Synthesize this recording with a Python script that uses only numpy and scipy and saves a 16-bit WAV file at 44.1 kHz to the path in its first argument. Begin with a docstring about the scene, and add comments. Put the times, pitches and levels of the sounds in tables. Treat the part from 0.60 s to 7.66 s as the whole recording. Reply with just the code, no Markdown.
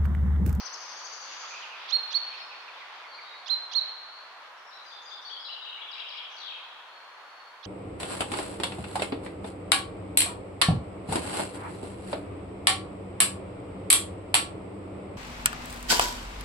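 """In an echoing wood, songbirds call over the steady rush of distant wind or water.
A finch close on the right gives sharp double 'pink' calls; on the left one bird twitters high, then another
sings a falling song with a closing flourish. Fainter birds whistle and warble among the trees.
Each voice is a frequency-modulated tone with weak harmonics, heard directly and as scatter from trunks;
the rush, the rustle and the hiss are filtered noise."""
import sys
import numpy as np
from scipy import signal
from scipy.fft import rfft, irfft, next_fast_len
from scipy.io import wavfile
from scipy.ndimage import uniform_filter1d, map_coordinates

SR = 44100
rng = np.random.default_rng(int(sys.argv[2]) if len(sys.argv) > 2 else 0)


def bounce(signal):
    """Save signal as a 16-bit WAV file at the path given by the first command-line argument."""
    frames = np.transpose(np.atleast_2d(signal))
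    limited = np.clip(frames, -1, 1)
    pcm = np.round(limited * 32767).astype(np.int16)
    wavfile.write(sys.argv[1], SR, pcm)


N = 311346  # length in samples


def finch():
    """Two-voiced phonation: each call sweeps up harshly, with sidebands, into a loud pure top."""
    # Each row: top of the upsweep in seconds, top pitch in Hz, relative level in dB, hold of the top in
    # seconds, sag at the end as a share of pitch.
    calls = [(1.329, 4280, -20, 0.037, 0.0077), (1.549, 4400, -20, 0.025, 0.0096),
             (2.902, 4174, -22, 0.043, 0.024), (3.156, 4313, -20.5, .038, 0.086),
             (7.072, 4200, -26, 0.03, .02)]
    # The upsweep. Each row: time from the top in seconds, pitch ratio, relative level in dB.
    upsweep_shape = [(-.034, .54, -32), (-.02, .71, -19), (-.008, .83, -14), (0, .97, -2), (.006, .995, 1),
                     (.016, 1, 0)]
    # The other side of the syrinx, briefly above the upsweep. 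Each row: time from the top in seconds,
    # pitch ratio, relative level in dB.
    second_voice = [(-.044, 0.78, -30), (-.033, .84, -24.5), (-.023, .95, -27), (-.016, 1.06, -20.5)]
    release_s = 0.0074
    track = np.zeros(N)
    for s, hz, db, hold, sag in calls:
        upsweep = [(s + dt, hz * ratio, db + level) for dt, ratio, level in upsweep_shape]
        end_hz = hz * (1 - sag)
        top = [(s + .7 * hold, hz * (1 - sag / 4), db - 1),
               (s + hold, end_hz, db - 2),
               (s + hold + release_s, end_hz, db - 13)]
        add(track, *syrinx(upsweep + top, waver=0.0038, overtone_db=-8))
        # the two sides of the syrinx beat, throwing sidebands above the second voice
        for sideband, side_db in [(1, 6.5), (1.27, 2.5), (1.56, -5)]:
            edge = [(s + dt, hz * ratio * sideband, db + level + side_db) for dt, ratio, level in second_voice]
            add(track, *syrinx(edge, waver=0.046))
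    reflections = near_trunks(track, db=-13.5, spread=0.064) * amp([[-5], [0]])
    return reflections + outdoors(track, direct_db=-7.0, pan_db=-16.5,
                                  echo_db=-12.0, echo_pan_db=-1.0, build=0.014)


def twitterer():
    """Directivity: as the bird turns its head the straight sound jumps in level; the wood fills evenly."""
    # How squarely the bird faces the listener. Each row: time in seconds, gain of the straight sound in dB
    # before panning.
    facing_curve = [(-.1, -37.5), (.07, -39.5), (.14, -41), (.23, -48), (.38, -51), (.46, -44.5),
                    (.54, -45.5), (.72, -56)]
    start_s, gap_s, drag_s, count = -.166, .0772, .045, 14  # the pace drags towards the end of the run
    base_hz, climb_hz_per_s, plunge_db = 6290, 860, -7
    lead_s = .25  # room for the part of the run that is under way before the scene opens
    k = np.arange(count)
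    times = start_s + gap_s * k + drag_s * (k / k[-1]) ** 4
    crests = (base_hz + climb_hz_per_s * times) * (1 + .015 * rng.standard_normal(len(k)))
    syllables = np.array([twitter_syllable(s + lead_s, hz, plunge_db) for s, hz in zip(times, crests)])
    facing = amp(np.interp(times, *np.transpose(facing_curve)))
    straight = (facing @ syllables) * amp([[5], [-7]])
    # the foliage swallows the highest pitches
    scattered = filtered(syllables.sum(0), lambda hz: amp(along([(4700, -0.3), (6500, -5)], hz)))
    echo = wood_echo(scattered, build=0.0076) * amp([[-36], [-39]])
    # take the lead off the front and silence what wraps round to the end
    return np.roll(straight + echo, -round(lead_s * SR), axis=1) * (np.arange(N) < N - lead_s * SR)


def twitter_syllable(s, hz, plunge_db):
    """Superposed frequency sweeps: a zigzag, a lower pip under its crest and a plunge at its end."""
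    # Each row: time from the crest in seconds, pitch ratio, level in dB before the paths to the listener.
    zigzag_shape = [(-.018, .87, -9), (-.01, .92, -2), (-.004, .96, -1), (0, 1, -3), (.005, .82, -2),
                    (.009, .88, -2), (.014, .68, -7)]
    zigzag = [(s + dt, hz * ratio, level) for dt, ratio, level in zigzag_shape]
    pip = [(s - .006, 4300, -6), (s, 4800, -1), (s + .005, 4450, -5)]
    plunge = [(s + .011, 5200, plunge_db), (s + .017, 3100, plunge_db - 6), (s + .026, 1800, plunge_db - 12)]
    track = np.zeros(N)
    add(track, *syrinx(zigzag, waver=.017))
    add(track, *syrinx(pip, waver=.04))
    add(track, *syrinx(plunge, waver=.012))
    return track


def singer():
    """Direct sound, early reflections and reverberation carry a stepwise falling song and its flourish."""
    track = steps() + flourish()
    reflections = near_trunks(track, db=-7, spread=0.08) * amp([[2], [-6]])
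    return reflections + outdoors(track, direct_db=-12.5, pan_db=22.5,
                                  echo_db=-2, echo_pan_db=1.5, build=0.014)


def steps():
    """A fixed frequency ratio: each held upper note leaps down by one interval; buzzes lead in."""
    # The two-note syllables. Each row: time of the drop in seconds, upper pitch in Hz, relative level in
    # dB, hold of each note in seconds.
    leaps = [(4.104, 5450, -46, 0.031), (4.300, 4842, -43.5, 0.035), (4.495, 4840, -41, 0.033),
             (4.684, 4546, -37, 0.031), (4.871, 4063, -35.5, 0.017), (5.042, 3830, -37, 0.018)]
    # Buzzes ahead of syllables and of the closing cascade. Each row: start in seconds, length in seconds,
    # centre pitch in Hz, relative level in dB.
    buzzes = [(3.972, 0.04, 5520, -60), (4.23, .06, 6060, -62), (4.416, .045, 6170, -57.5),
              (4.615, 0.037, 5690, -53.5), (4.793, 0.078, 4870, -46), (5.699, 0.068, 5830, -55.5)]
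    step_ratio = .742  # lower note over upper note
    track = np.zeros(N)
    for row in buzzes:
        add(track, *glide(*row, fall=0, waver=.06))
    for s, upper, db, hold in leaps:
        lower = upper * step_ratio
        upper_db, lower_db = db + throat(upper), db + throat(lower)
        high = [(s - hold - .006, upper * .94, upper_db - 5),
                (s - hold, upper, upper_db),
                (s, upper * .99, upper_db - 4)]
        # the voice thins as it leaps down
        drop = [(s + .009, (upper + lower) / 2 * .95, lower_db - 6)]
        low = [(s + .018, lower * .88, lower_db - 5),
               (s + .027, lower, lower_db),
               (s + .027 + hold, lower * .995, lower_db - 4)]
        add(track, *syrinx(high + drop + low, waver=.017))
    return track


def flourish():
    """Rapid repetition: rattles of falling strokes among rising slurs, then a cascade of rattles."""
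    # Runs of quick strokes. Each row: start in seconds, nominal length in seconds, first and last pitch in
    # Hz before scatter, relative level in dB.
    rattles = [(5.043, .06, 3180, 2787, -37), (5.139, .03, 3810, 2920, -42),
               (5.312, .045, 4910, 3230, -34.5), (5.487, .045, 4910, 3210, -36.5),
               (5.765, .03, 4620, 4370, -40.5), (5.797, .06, 4180, 3380, -36.5),
               (5.863, .045, 3500, 2734, -34), (5.916, .03, 2600, 2360, -34)]
    # Scoops up from a low note. Each row: time of the top in seconds, relative level in dB.
    slurs = [(5.226, -35.5), (5.402, -33.5), (5.585, -35)]
    # One slur. Each row: time from the top in seconds, pitch in Hz, relative level in dB.
    slur_shape = [(-.05, 2336, 0), (-.035, 2209, 0), (-.016, 2723, -4.5), (0, 3300, 0.5), (.013, 3420, -10)]
    gap_s, stroke_s, stroke_fall = .0152, 0.01584, 0.114  # slide either side of the centre, share of pitch
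    swell_db = 5  # depth of the swell towards the middle of a rattle
    scatter, scatter_db = 0.0286, 1.5  # chance from stroke to stroke: share of pitch, level
    track = np.zeros(N)
    for s, length, first, last, db in rattles:
        count = max(2, round(length / gap_s))
        chance = rng.standard_normal((count, 2))
        pitches = np.linspace(first, last, count) * (1 + scatter * chance[:, 0])
        for k, hz in enumerate(pitches):
            swell = swell_db * (np.sin(np.pi * (k + .5) / count) - 1)
            stroke_db = db + swell + scatter_db * chance[k, 1] + throat(hz)
            add(track, *glide(s + k * gap_s, stroke_s, hz, stroke_db, stroke_fall, waver=.035))
    for s, db in slurs:
        slur = [(s + dt, hz, db + level + throat(hz)) for dt, hz, level in slur_shape]
        add(track, *syrinx(slur, waver=.05))
    return track


def throat(hz):
    """Resonance: the singer's gain in dB peaks at one pitch and falls with the squared distance in octaves."""
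    best_hz, octave_loss_db = 3620, 24
    return -octave_loss_db * np.log2(hz / best_hz) ** 2


def far_birds():
    """Direct-to-reverberant ratio: distant whistles are mostly echo; a closer warble is blurred by trunks."""
    # Thin whistles. Each row: start in seconds, length in seconds, pitch in Hz, relative level in dB.
    whistle_notes = [(1.775, 0.069, 5280, -57), (2.464, .17, 4540, -55), (2.529, 0.034, 4240, -49.5),
                     (2.624, 0.12, 3805, -54.5), (2.747, 0.062, 4280, -53), (3.477, 0.15, 4430, -58.5),
                     (6.279, 0.16, 4327, -59), (6.551, .4, 4396, -64.5)]
    # Soft, low slurred notes and chips. Each row: start in seconds, length in seconds, middle pitch in Hz,
    # relative level in dB, slide either side of the middle as a share of pitch (positive falls).
    warble_notes = [(.825, 0.028, 1253, -45.5, 0.082), (.905, 0.088, 2510, -47.5, -0.048),
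                    (1.02, 0.044, 2795, -48, .15), (1.10, .08, 2580, -50.5, 0.086),
                    (1.712, 0.053, 2520, -49, -0.047), (1.905, 0.047, 2520, -50.5, -.01),
                    (2.078, 0.023, 2420, -49.5, 0.14), (2.135, 0.037, 3270, -59, .13),
                    (2.208, 0.026, 2150, -50.5, 0.14), (2.435, 0.027, 2210, -51, 0.11),
                    (2.582, 0.021, 2284, -47.5, 0.15), (2.735, 0.019, 2090, -51, 0.13)]
    scoop, droop = .025, 0.0062  # shares of pitch
    tones, notes = np.zeros((2, N))
    for s, length, hz, db in whistle_notes:
        arch = [(s, hz * (1 - scoop), db - 5),
                (s + length / 2, hz, db),
                (s + length, hz * (1 - droop), db - 6)]
        add(tones, *syrinx(arch, waver=.01))
    for row in warble_notes:
        add(notes, *glide(*row, waver=.045))
    whistles = outdoors(tones, direct_db=-3, pan_db=10.5, echo_db=3.5, echo_pan_db=1.5, build=0.007)
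    reflections = near_trunks(notes, db=-10, spread=0.018)
    warble = outdoors(notes, direct_db=2.0, pan_db=-6, echo_db=-1.0, echo_pan_db=-4, build=0.017)
    return whistles + reflections + warble


def syrinx(contour, waver, overtone_db=-60):
    """Frequency modulation: a near-pure tone along (s, Hz, dB) points; returns its start and its sound."""
    s, hz, db = np.transpose(contour)
    t = np.arange(s[0], max(s[-1], s[0] + .004), 1 / SR)
    unsteady = wobble(450, size=SR // 2)[:len(t)]
    pitch = uniform_filter1d(np.interp(t, s, hz), size=90) * (1 + waver * unsteady)
    phase = 2 * np.pi * np.cumsum(pitch) / SR
    # the throat lets the second harmonic out mainly while the pitch is low
    second_db = overtone_db + np.interp(pitch, [3100, 3800], [0, -42])
    second = amp(second_db) * np.sin(2 * phase)
    third = amp(overtone_db - 45) * np.sin(3 * phase)
    fade = signal.windows.tukey(len(t), min(1, 160 / len(t)))
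    return s[0], np.sqrt(2) * fade * amp(np.interp(t, s, db)) * (np.sin(phase) + second + third)


def glide(s, length, hz, db, fall, waver):
    """Linear pitch glide: a note swells and fades while it slides through hz, down if fall is positive."""
    contour = [(s, hz * (1 + fall), db - 5),
               (s + length / 2, hz, db),
               (s + length, hz * (1 - fall), db - 6)]
    return syrinx(contour, waver)


def outdoors(x, direct_db, pan_db, echo_db, echo_pan_db, build):
    """Superposition: the straight path plus the wood's echo, each panned (positive dB is left)."""
    sides = np.array([[.5], [-.5]])
    direct = x * amp(direct_db + pan_db * sides)
    return direct + wood_echo(x, build) * amp(echo_db + echo_pan_db * sides)


def near_trunks(x, db, spread):
    """Early reflection: distinct returns from the closest trees differ by side and weaken with delay."""
    out = np.zeros((2, N))
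    for side in out:
        for late, size in rng.random((8, 2)):
            add(side, .012 + spread * late, x * amp(db - 5 * size - 4 * late))
    return out


def wood_echo(x, build):
    """Diffuse reverberation: scatter from countless trunks builds up, then decays faster at high pitch."""
    # Each row: frequency in Hz, time to decay by 60 dB in seconds.
    decay = [(1000, 2.4), (4000, 1.34), (7000, 0.65)]
    hz, t, z = signal.stft(rng.standard_normal((2, 3 * SR // 2)), SR, nperseg=256)
    envelope = amp(-60 * t / along(decay, hz)[:, None]) * (1 - np.exp(-t / build))
    tail = signal.istft(z * envelope, SR, nperseg=256)[1]
    return signal.fftconvolve(x[None], tail / np.linalg.norm(tail[0]), axes=1)[:, :N]


def background():
    """Filtered noise: a soft central rush, a wider rustle that ebbs away, and faint high hiss."""
    # Levels of the rush, the leaves and the hiss. Each row: time in seconds, relative level in dB.
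    rush_level, leaf_level, air_level = [(0.2, -47), (4.84, -51), (6.79, -51), (6.9, -51.5)], [(0, -58.5), (1.05, -46.5), (1.8, -48.5),
                                                       (2.7, -56.5), (3.3, -54), (4.4, -64.5)], [(0.0, -76), (1.29, -79),
                                                                       (1.46, -74.5), (1.96, -80),
                                                                       (5.34, -80.5), (6.9, -79.5)]
    # Their spectra. Each row: frequency in Hz, relative spectral level in dB.
    rush_colour, leaf_colour, air_colour = [(20, -31.5), (70, -40), (170, -33), (300, -23), (500, -11.5),
                                            (720, -6), (980, -1), (1250, -2), (1550, -4), (2100, -9.5),
                                            (3200, -14), (4700, -21), (6800, -30), (9000, -52.5)], [(900, -38), (1800, 3), (2600, 2),
                                                                 (3400, 4), (4800, -4.5), (6500, -20),
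                                                                 (7500, -50)], [(3000, -29.5),
                                                                                      (7000, -3),
                                                                                      (10000, -2.5),
                                                                                      (13000, -8.5),
                                                                                      (15700, -12)]
    # Coherence of the rush. Each row: frequency in Hz, left-right likeness from 0 to 1.
    rush_likeness = [(60, 0.94), (150, 0.71), (390, 0.75), (1010, 0.75), (2590, 0.033), (6640, 0.03)]
    rush = amp(curve(rush_level) + 0.27 * wobble(4.49, size=N)) * noise(rush_colour, rush_likeness)
    leaves = amp(curve(leaf_level) + 2.0 * wobble(15, size=N)) * noise(leaf_colour, [(2000, 0.025)])
    air = amp(curve(air_level) + 4.5) * noise(air_colour, [(8000, .05)])
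    return amp(2.0) * rush + leaves + air


def noise(colour, alike):
    """Interaural coherence: independent mid and side noises set the likeness; coloured stereo of rms 1."""
    def turn(hz):
        # mid = cos and side = sin of this angle give a correlation of cos(2 * angle)
        return np.arccos(np.clip(along(alike, hz), -1, 1)) / 2

    def response(hz):
        return amp(along(colour, hz)) * [np.cos(turn(hz)), np.sin(turn(hz))]

    mid, side = filtered(rng.standard_normal((2, N)), response)
    return unit(np.array([mid + side, mid - side]))


def filtered(x, response):
    """Linear filtering: the spectrum of x times a response of frequency in Hz."""
    m = next_fast_len(N + 8192)
    return irfft(rfft(x, m) * response(np.fft.rfftfreq(m, 1 / SR)), m)[..., :N]


def wobble(rate, size):
    """Band-limited fluctuation: a smooth random curve through rate knots a second."""
    knots = rng.standard_normal(size // 40 + 8)
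    return map_coordinates(knots, [np.arange(size) * rate / SR], mode='wrap')


def along(points, hz):
    """Logarithmic frequency scale: (Hz, value) points interpolated on a log axis."""
    f, v = np.transpose(points)
    return np.interp(np.log(hz + 1), np.log(f + 1), v)


def curve(rows):
    """Linear interpolation: (s, value) rows as one value per sample."""
    return np.interp(np.arange(N) / SR, *np.transpose(rows))


def add(track, s, sound):
    """Superposition: mix a sound into a track at time s, dropping what falls outside."""
    at = round(s * SR) + np.arange(len(sound))
    inside = (at >= 0) & (at < N)
    track[at[inside]] += sound[inside]


def amp(db):
    """Logarithmic level: decibels to amplitude gain."""
    return 10 ** (np.asarray(db) / 20)


def unit(x):
    """Normalisation: x scaled to rms 1."""
    return x / np.sqrt(np.mean(x ** 2) + 1e-20)


def scene():
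    """Superposition: all the birds over the background."""
    return finch() + twitterer() + singer() + far_birds() + background()


def record(dry):
    """Band limitation: nothing is kept at or above 15750 Hz."""
    return filtered(dry, lambda hz: hz < 15750)


dry = scene()
out = record(dry)
bounce(out)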